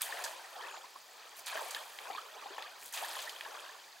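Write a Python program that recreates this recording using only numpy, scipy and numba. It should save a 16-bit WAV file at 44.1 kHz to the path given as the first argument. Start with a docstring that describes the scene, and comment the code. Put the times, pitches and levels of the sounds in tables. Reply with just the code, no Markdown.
"""Three splashes of water, bailed from a wooden boat and thrown onto a calm river.
Each scoopful lands as a sheet of spray, plunges under in a burst of bubbles, then sloshes back.
Single slaps and the glugs of ringing air pockets stand out. Between the throws stray drops
patter, the river trickles quietly and a thin chirp comes once from the bank."""
import sys
import numpy as np
from scipy import signal
from scipy.fft import rfft, irfft
from scipy.io import wavfile
from scipy.ndimage import uniform_filter1d
from numba import njit

SR = 44100
rng = np.random.default_rng(int(sys.argv[2]) if len(sys.argv) > 2 else 0)


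def pcm_store(signal):
    """Save signal as 16-bit PCM."""
    levels = np.round(np.clip(np.atleast_2d(signal), -1, 1) * 32767)
    wavfile.write(sys.argv[1], SR, levels.astype(np.int16).T)


N = 176400
T = np.arange(N) / SR
BUBBLE_RISE_CYCLES, BUBBLE_GLIDE = 1.01, 0.0781  # glide: relative pitch rise per decay time
THROW_ATTACK_S = 0.0047


def amp(db):
    """Decibels to gain."""
    return 10 ** (np.asarray(db) / 20)


def unit(x):
    """Scales to rms 1."""
    return x / np.sqrt(np.mean(x ** 2) + 1e-20)


def lookup(points, hz):
    """Reads a table on a log-frequency axis."""
    freq_hz, value = np.transpose(points)
    return np.interp(np.log(hz + 1), np.log(freq_hz), value)


def add(mix, start_s, sound):
    """Mixes a sound in at start_s."""
    part = mix[:, max(round(start_s * SR), 0):][:, :sound.shape[-1]]
    part += sound[..., :part.shape[1]]


def colour(x, spectrum):
    """Minimum-phase filter with the given spectrum."""
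    log_gain = np.log(amp(lookup(spectrum, abs(np.fft.fftfreq(4096, 1 / SR)))))
    taps = np.fft.ifft(np.exp(np.conj(signal.hilbert(log_gain)))).real[:2048]
    return signal.oaconvolve(x, taps[None], axes=1)[:, :N]


def low_cut(x, corner_hz=283):
    """Removes the bass."""
    return signal.sosfilt(signal.butter(4, corner_hz, "high", fs=SR, output="sos"), x)


def churn(depth_db, per_s):
    """Random surges of level."""
    knots = rng.uniform(-1, 1, 1000)
    return amp(depth_db * np.interp(T * per_s, np.arange(len(knots)), knots))


# Stereo width: freq_hz, side_gain
STEREO_WIDTH = [(70, .85), (300, .42), (4000, .3), (8000, .1)]

def spread(mid, side, hz):
    """Mid and side to left and right, widest in the bass."""
    side = side * lookup(STEREO_WIDTH, hz)
    return np.array([mid + side, mid - side])


@njit
def ring_all(starts, hz, gains, cycles, glide):
    """Sums dying rings into two channels; glide bends their pitch upward."""
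    out = np.zeros((2, N))
    for k in range(len(starts)):
        freq = hz[k] / SR  # cycles per sample
        step = np.exp(-freq / cycles + 2j * np.pi * freq)
        bend = np.exp(2j * np.pi * freq * freq * glide / cycles)
        opening = np.exp(-freq / BUBBLE_RISE_CYCLES)
        ring, shut = 1 + 0j, 1.
        for i in range(starts[k], min(N, starts[k] + int(5 * cycles / freq))):
            out[0, i] += gains[0, k] * ring.imag * (1 - shut)
            out[1, i] += gains[1, k] * ring.imag * (1 - shut)
            ring, step, shut = ring * step, step * bend, shut * opening
    return out


def cloud(spectrum, level, per_s, cycles, size_db, wash, glide=BUBBLE_GLIDE, lag_s_per_octave=0):
    """Drops and bubbles of random size ring over a hiss of tiny ones; lag delays the low ones."""
    when, pitch, size, place = rng.random((50000, 4))[:int(per_s * N / SR)].T
    hz = np.interp(pitch, [0, 1], np.array([250, 15500]) ** .3) ** (1 / .3)
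    lag_s = lag_s_per_octave * np.log2(1000 / hz)
    gain = amp(size_db * np.minimum(-np.log(1 - size), 3)) * hz ** .85
    gain *= np.interp(when * N / SR - lag_s, T, level)
    gains = spread(gain, gain * np.sqrt(2) * np.cos(np.pi * place), hz)
    swarm = ring_all((when * N).astype(np.int64), hz, gains, float(cycles), float(glide))
    noise = rfft(rng.standard_normal((2, N)))
    hiss = irfft(spread(*noise, np.fft.rfftfreq(N, 1 / SR)), N)
    water = colour(unit(swarm) + wash * unit(hiss * level), spectrum)
    return unit(water) * np.sqrt(np.mean(level ** 2))


# Trickle spectrum: freq_hz, gain_db
RIVER_SPECTRUM = [(80, -27), (220, -18.5), (850, 2.5), (1500, -5.5), (3000, -7.5), (4700, -1.5), (7200, -7),
                  (9500, -14)]

def river():
    """Distant trickling over a soft steady hiss."""
    return amp(-52) * cloud(RIVER_SPECTRUM, np.ones(N), per_s=780, cycles=13, size_db=5, wash=2.04)


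def chirp(peak_s=0.746, half_length_s=0.056, pitch_hz=7050, width_hz=390, level_db=-55.5):
    """A bird or insect calls once from the bank: a thin, fuzzy tone."""
    band = np.exp(-((np.fft.rfftfreq(N, 1 / SR) - pitch_hz) / width_hz) ** 2)
    tone = unit(irfft(rfft(rng.standard_normal(N)) * band, N))
    return amp(level_db) * np.exp(-((T - peak_s) / half_length_s) ** 2) * tone


# Fine-drop spectrum: freq_hz, gain_db
DRIBBLE_SPECTRUM = [(400, -16), (7000, -8)]
# Scatters of drops: peak_s, half_length_s, level_db
STRAY_DROPS = [(1.39, 0.021, -47), (1.983, 0.17, -57), (2.858, 0.039, -45)]

def dribbles():
    """Stray drops from the scoop patter on the surface between the throws."""
    power = sum(amp(db) ** 2 * np.exp(-((T - peak_s) / half_s) ** 2)
                for peak_s, half_s, db in STRAY_DROPS)
    return cloud(DRIBBLE_SPECTRUM, np.sqrt(power), per_s=2000, cycles=1.7, size_db=3.5,
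                 wash=0.55, glide=0)


# Lapping spectrum: freq_hz, gain_db
SLOSH_SPECTRUM = [(180, -43.5), (380, -3.5), (750, 4), (1200, 5), (2000, -6), (3400, -4), (15000, -29)]
# Water falling back: crest_s, rise_s, fall_s, level_db
WAVELETS = [(0.62, 0.068, 0.12, -43.5), (1.2, 0.061, 0.25, -53), (2.12, 0.094, 0.058, -42),
            (2.57, 0.24, 0.13, -45.5), (3.52, 0.095, 0.16, -45)]

def sloshes():
    """The river closes over the splash and laps at hull and legs."""
    power = np.zeros(N)
    for crest_s, rise_s, fall_s, db in WAVELETS:
        from_crest = abs(T - crest_s) / np.where(T < crest_s, rise_s, fall_s)
        power += amp(db) ** 2 * np.exp(-from_crest ** 1.7)
    level = np.sqrt(power) * churn(depth_db=1, per_s=54)
    return cloud(SLOSH_SPECTRUM, level, per_s=1800, cycles=8.73, size_db=3.5, wash=0.25,
                 lag_s_per_octave=-0.012)


def bubble(hz, cycles):
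    """A dying complex ring whose pitch climbs as the bubble nears the surface."""
    age_cycles = np.arange(int(6 * cycles / hz * SR) + 2) * hz / SR
    onset = 1 - np.exp(-age_cycles / BUBBLE_RISE_CYCLES)
    phase = 2 * np.pi * age_cycles * (1 + BUBBLE_GLIDE * age_cycles / cycles / 2)
    return onset * np.exp(-age_cycles / cycles + 1j * phase)


# Large air pockets: start_s, pitch_hz, level_db
AIR_POCKETS = [(.028, 3230, -32.5), (.123, 1710, -34.5), (.142, 680, -36.5), (0.261, 1557, -36),
               (.444, 1775, -43), (.563, 671, -36), (.606, 1155, -38), (.732, 830, -40.5), (.773, 750, -38),
               (.841, 970, -38.5), (0.956, 1024, -37), (1.498, 2250, -38), (1.551, 616, -30),
               (1.568, 1534, -33.5), (1.574, 1035, -36), (1.659, 665, -35), (1.761, 1634, -35.5),
               (2.1, 745, -32), (2.148, 970, -31.5), (2.18, 1174, -31), (2.42, 1100, -36.5),
               (2.457, 760, -34), (2.504, 369, -43), (2.944, 2440, -39), (3.023, 705, -34),
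               (3.045, 1714, -38), (3.164, 980, -37.5), (3.169, 3160, -39), (3.274, 1760, -36),
               (3.361, 3080, -39.5), (3.45, 1610, -37.5), (3.46, 862, -39)]

def glugs(roughness=0.39):
    """Large bubbles wobble as they ring (smaller ones for more cycles) and radiate little bass."""
    out = np.zeros((2, N))
    for start_s, hz, db in AIR_POCKETS:
        ring = bubble(hz, cycles=10.5 * np.sqrt(hz / 1000))
        side_turn = np.exp(2j * np.pi * rng.random())
        noise = rng.standard_normal((2, SR))
        wobble = unit(uniform_filter1d(noise, int(2 * SR / hz), axis=1))[:, :len(ring)]
        ring *= 1 + roughness * (wobble[0] + 1j * wobble[1])
        add(out, start_s, amp(db) * spread(ring.imag, (ring * side_turn).imag, hz))
    return low_cut(out)


# Lumps landing: start_s, level_db, decay_s, centre_hz
WATER_LUMPS = [(0.018, -18.5, 0.0014, 9800), (0.022, -47, 0.013, 7000), (0.239, -30.5, 0.012, 5650),
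               (0.25, -29.5, 0.0012, 7540), (1.4605, -38, 0.0073, 6200), (1.708, -32, 0.0041, 6400),
               (1.7474, -28, 0.0021, 3350), (1.9875, -35.5, 0.0029, 2280), (2.5816, -33.5, 0.0038, 910),
               (2.6237, -35.5, 0.0015, 3260), (2.9258, -27, 0.00031, 7750), (2.974, -39, 0.014, 2760),
               (3.188, -39.5, 0.031, 3600), (3.294, -33, 0.0035, 4080), (3.4092, -35, 0.002, 2570),
               (3.603, -42.5, 0.0019, 7050)]

def slaps(rise_s=0.00012, half_width_octaves=0.6, sizzle_db=-16, sizzle_s=0.038):
    """Lumps of water slap the river: each a sharp crack, then a short sizzle."""
    out = np.zeros((2, N))
    t, hz = np.arange(4096) / SR, np.fft.rfftfreq(4096, 1 / SR)
    onset = 1 - np.exp(-t / rise_s)
    sizzle = amp(sizzle_db) * np.exp(-t / sizzle_s)
    bass_rolloff = 1 / np.sqrt(1 + (300 / (hz + 1)) ** 6)
    for start_s, db, decay_s, centre_hz in WATER_LUMPS:
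        band = bass_rolloff / (1 + (np.log2((hz + 1) / centre_hz) / half_width_octaves) ** 2)
        noise = np.exp(2j * np.pi * rng.random((2, len(hz))))
        burst = unit(irfft(spread(*noise, hz) * band))
        add(out, start_s, amp(db) * burst * onset * (np.exp(-t / decay_s) + sizzle))
    return low_cut(out)


# Bubble-burst spectrum: freq_hz, gain_db
PLUNGE_SPECTRUM = [(220, -41), (330, -9), (560, 6.5), (900, 9), (3200, -6), (6000, -9.5), (15000, -46)]
# Scoopfuls landing: start_s, length_s, spray_db, plunge_db
SCOOPFULS = [(0.006, 0.3, -48, -41), (1.465, 0.31, -47.5, -42), (2.934, 0.3, -45, -42.5)]

def plunges(peak_s=0.062, hold_share=0.36, rise_db_per_s=118, fall_db_per_s=41.5):
    """The bulk of each scoopful drives air under the surface, small bubbles first."""
    level = np.zeros(N)
    for start_s, length_s, _, db in SCOOPFULS:
        age_s = T - start_s
        rise_db = -rise_db_per_s * np.maximum(peak_s - age_s, 0)
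        fall_db = -fall_db_per_s * np.maximum(age_s - peak_s - hold_share * length_s, 0)
        level += np.clip(age_s / THROW_ATTACK_S, 0, 1) * amp(db + rise_db + fall_db)
    level *= churn(depth_db=5.5, per_s=60)
    return cloud(PLUNGE_SPECTRUM, level, per_s=2800, cycles=7.35, size_db=3, wash=0.45,
                 lag_s_per_octave=0.022)


# Falling-sheet spectrum: freq_hz, gain_db
SPRAY_SPECTRUM = [(350, -52), (900, 6.5), (1800, -1), (3300, 4.5), (9000, 0.5), (15500, -4.5)]

def spray(front_db=14.5, front_s=0.027, sheet_fall_db_per_s=259, foam_db=-2.5, foam_fall_db_per_s=31):
    """Drops patter down, hardest at the front of the sheet, and leave fizzing foam; a few plink."""
    power = np.zeros(N)
    for start_s, length_s, db, _ in SCOOPFULS:
        age_s = np.maximum(T - start_s, 0)
        after_s = np.maximum(age_s - length_s, 0)
        onset = np.minimum(age_s / THROW_ATTACK_S, 1)
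        sheet = amp(front_db * np.exp(-age_s / front_s) - sheet_fall_db_per_s * after_s)
        foam = amp(foam_db - foam_fall_db_per_s * after_s)
        power += (amp(db) * onset) ** 2 * (sheet ** 2 + foam ** 2)
    level = np.sqrt(power)
    patter = cloud(SPRAY_SPECTRUM, level, per_s=2400, cycles=1.26, size_db=0.5, wash=0.55, glide=0)
    plinks = cloud(SPRAY_SPECTRUM, level, per_s=280, cycles=23.5, size_db=2.5, wash=0)
    return patter + amp(-7.5) * plinks


def scene():
    """The splashes and the river."""
    return spray() + dribbles() + plunges() + sloshes() + slaps() + glugs() + river() + chirp()


# Microphone response: freq_hz, gain_db
MIC_RESPONSE = [(1450, -3.5), (1800, 2), (2120, -4), (2430, 0.5), (2830, -4), (3200, -0.5), (3700, -4),
                (4900, -4), (5350, -8.5), (6400, -4.5)]

def record(dry):
    """Microphone colour and band limit."""
    edge_hz = 15900
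    low_pass = signal.firwin(511, edge_hz, window=("kaiser", 9), fs=SR)
    return signal.oaconvolve(colour(dry, MIC_RESPONSE), low_pass[None], "same")


dry = scene()
out = record(dry)
pcm_store(out)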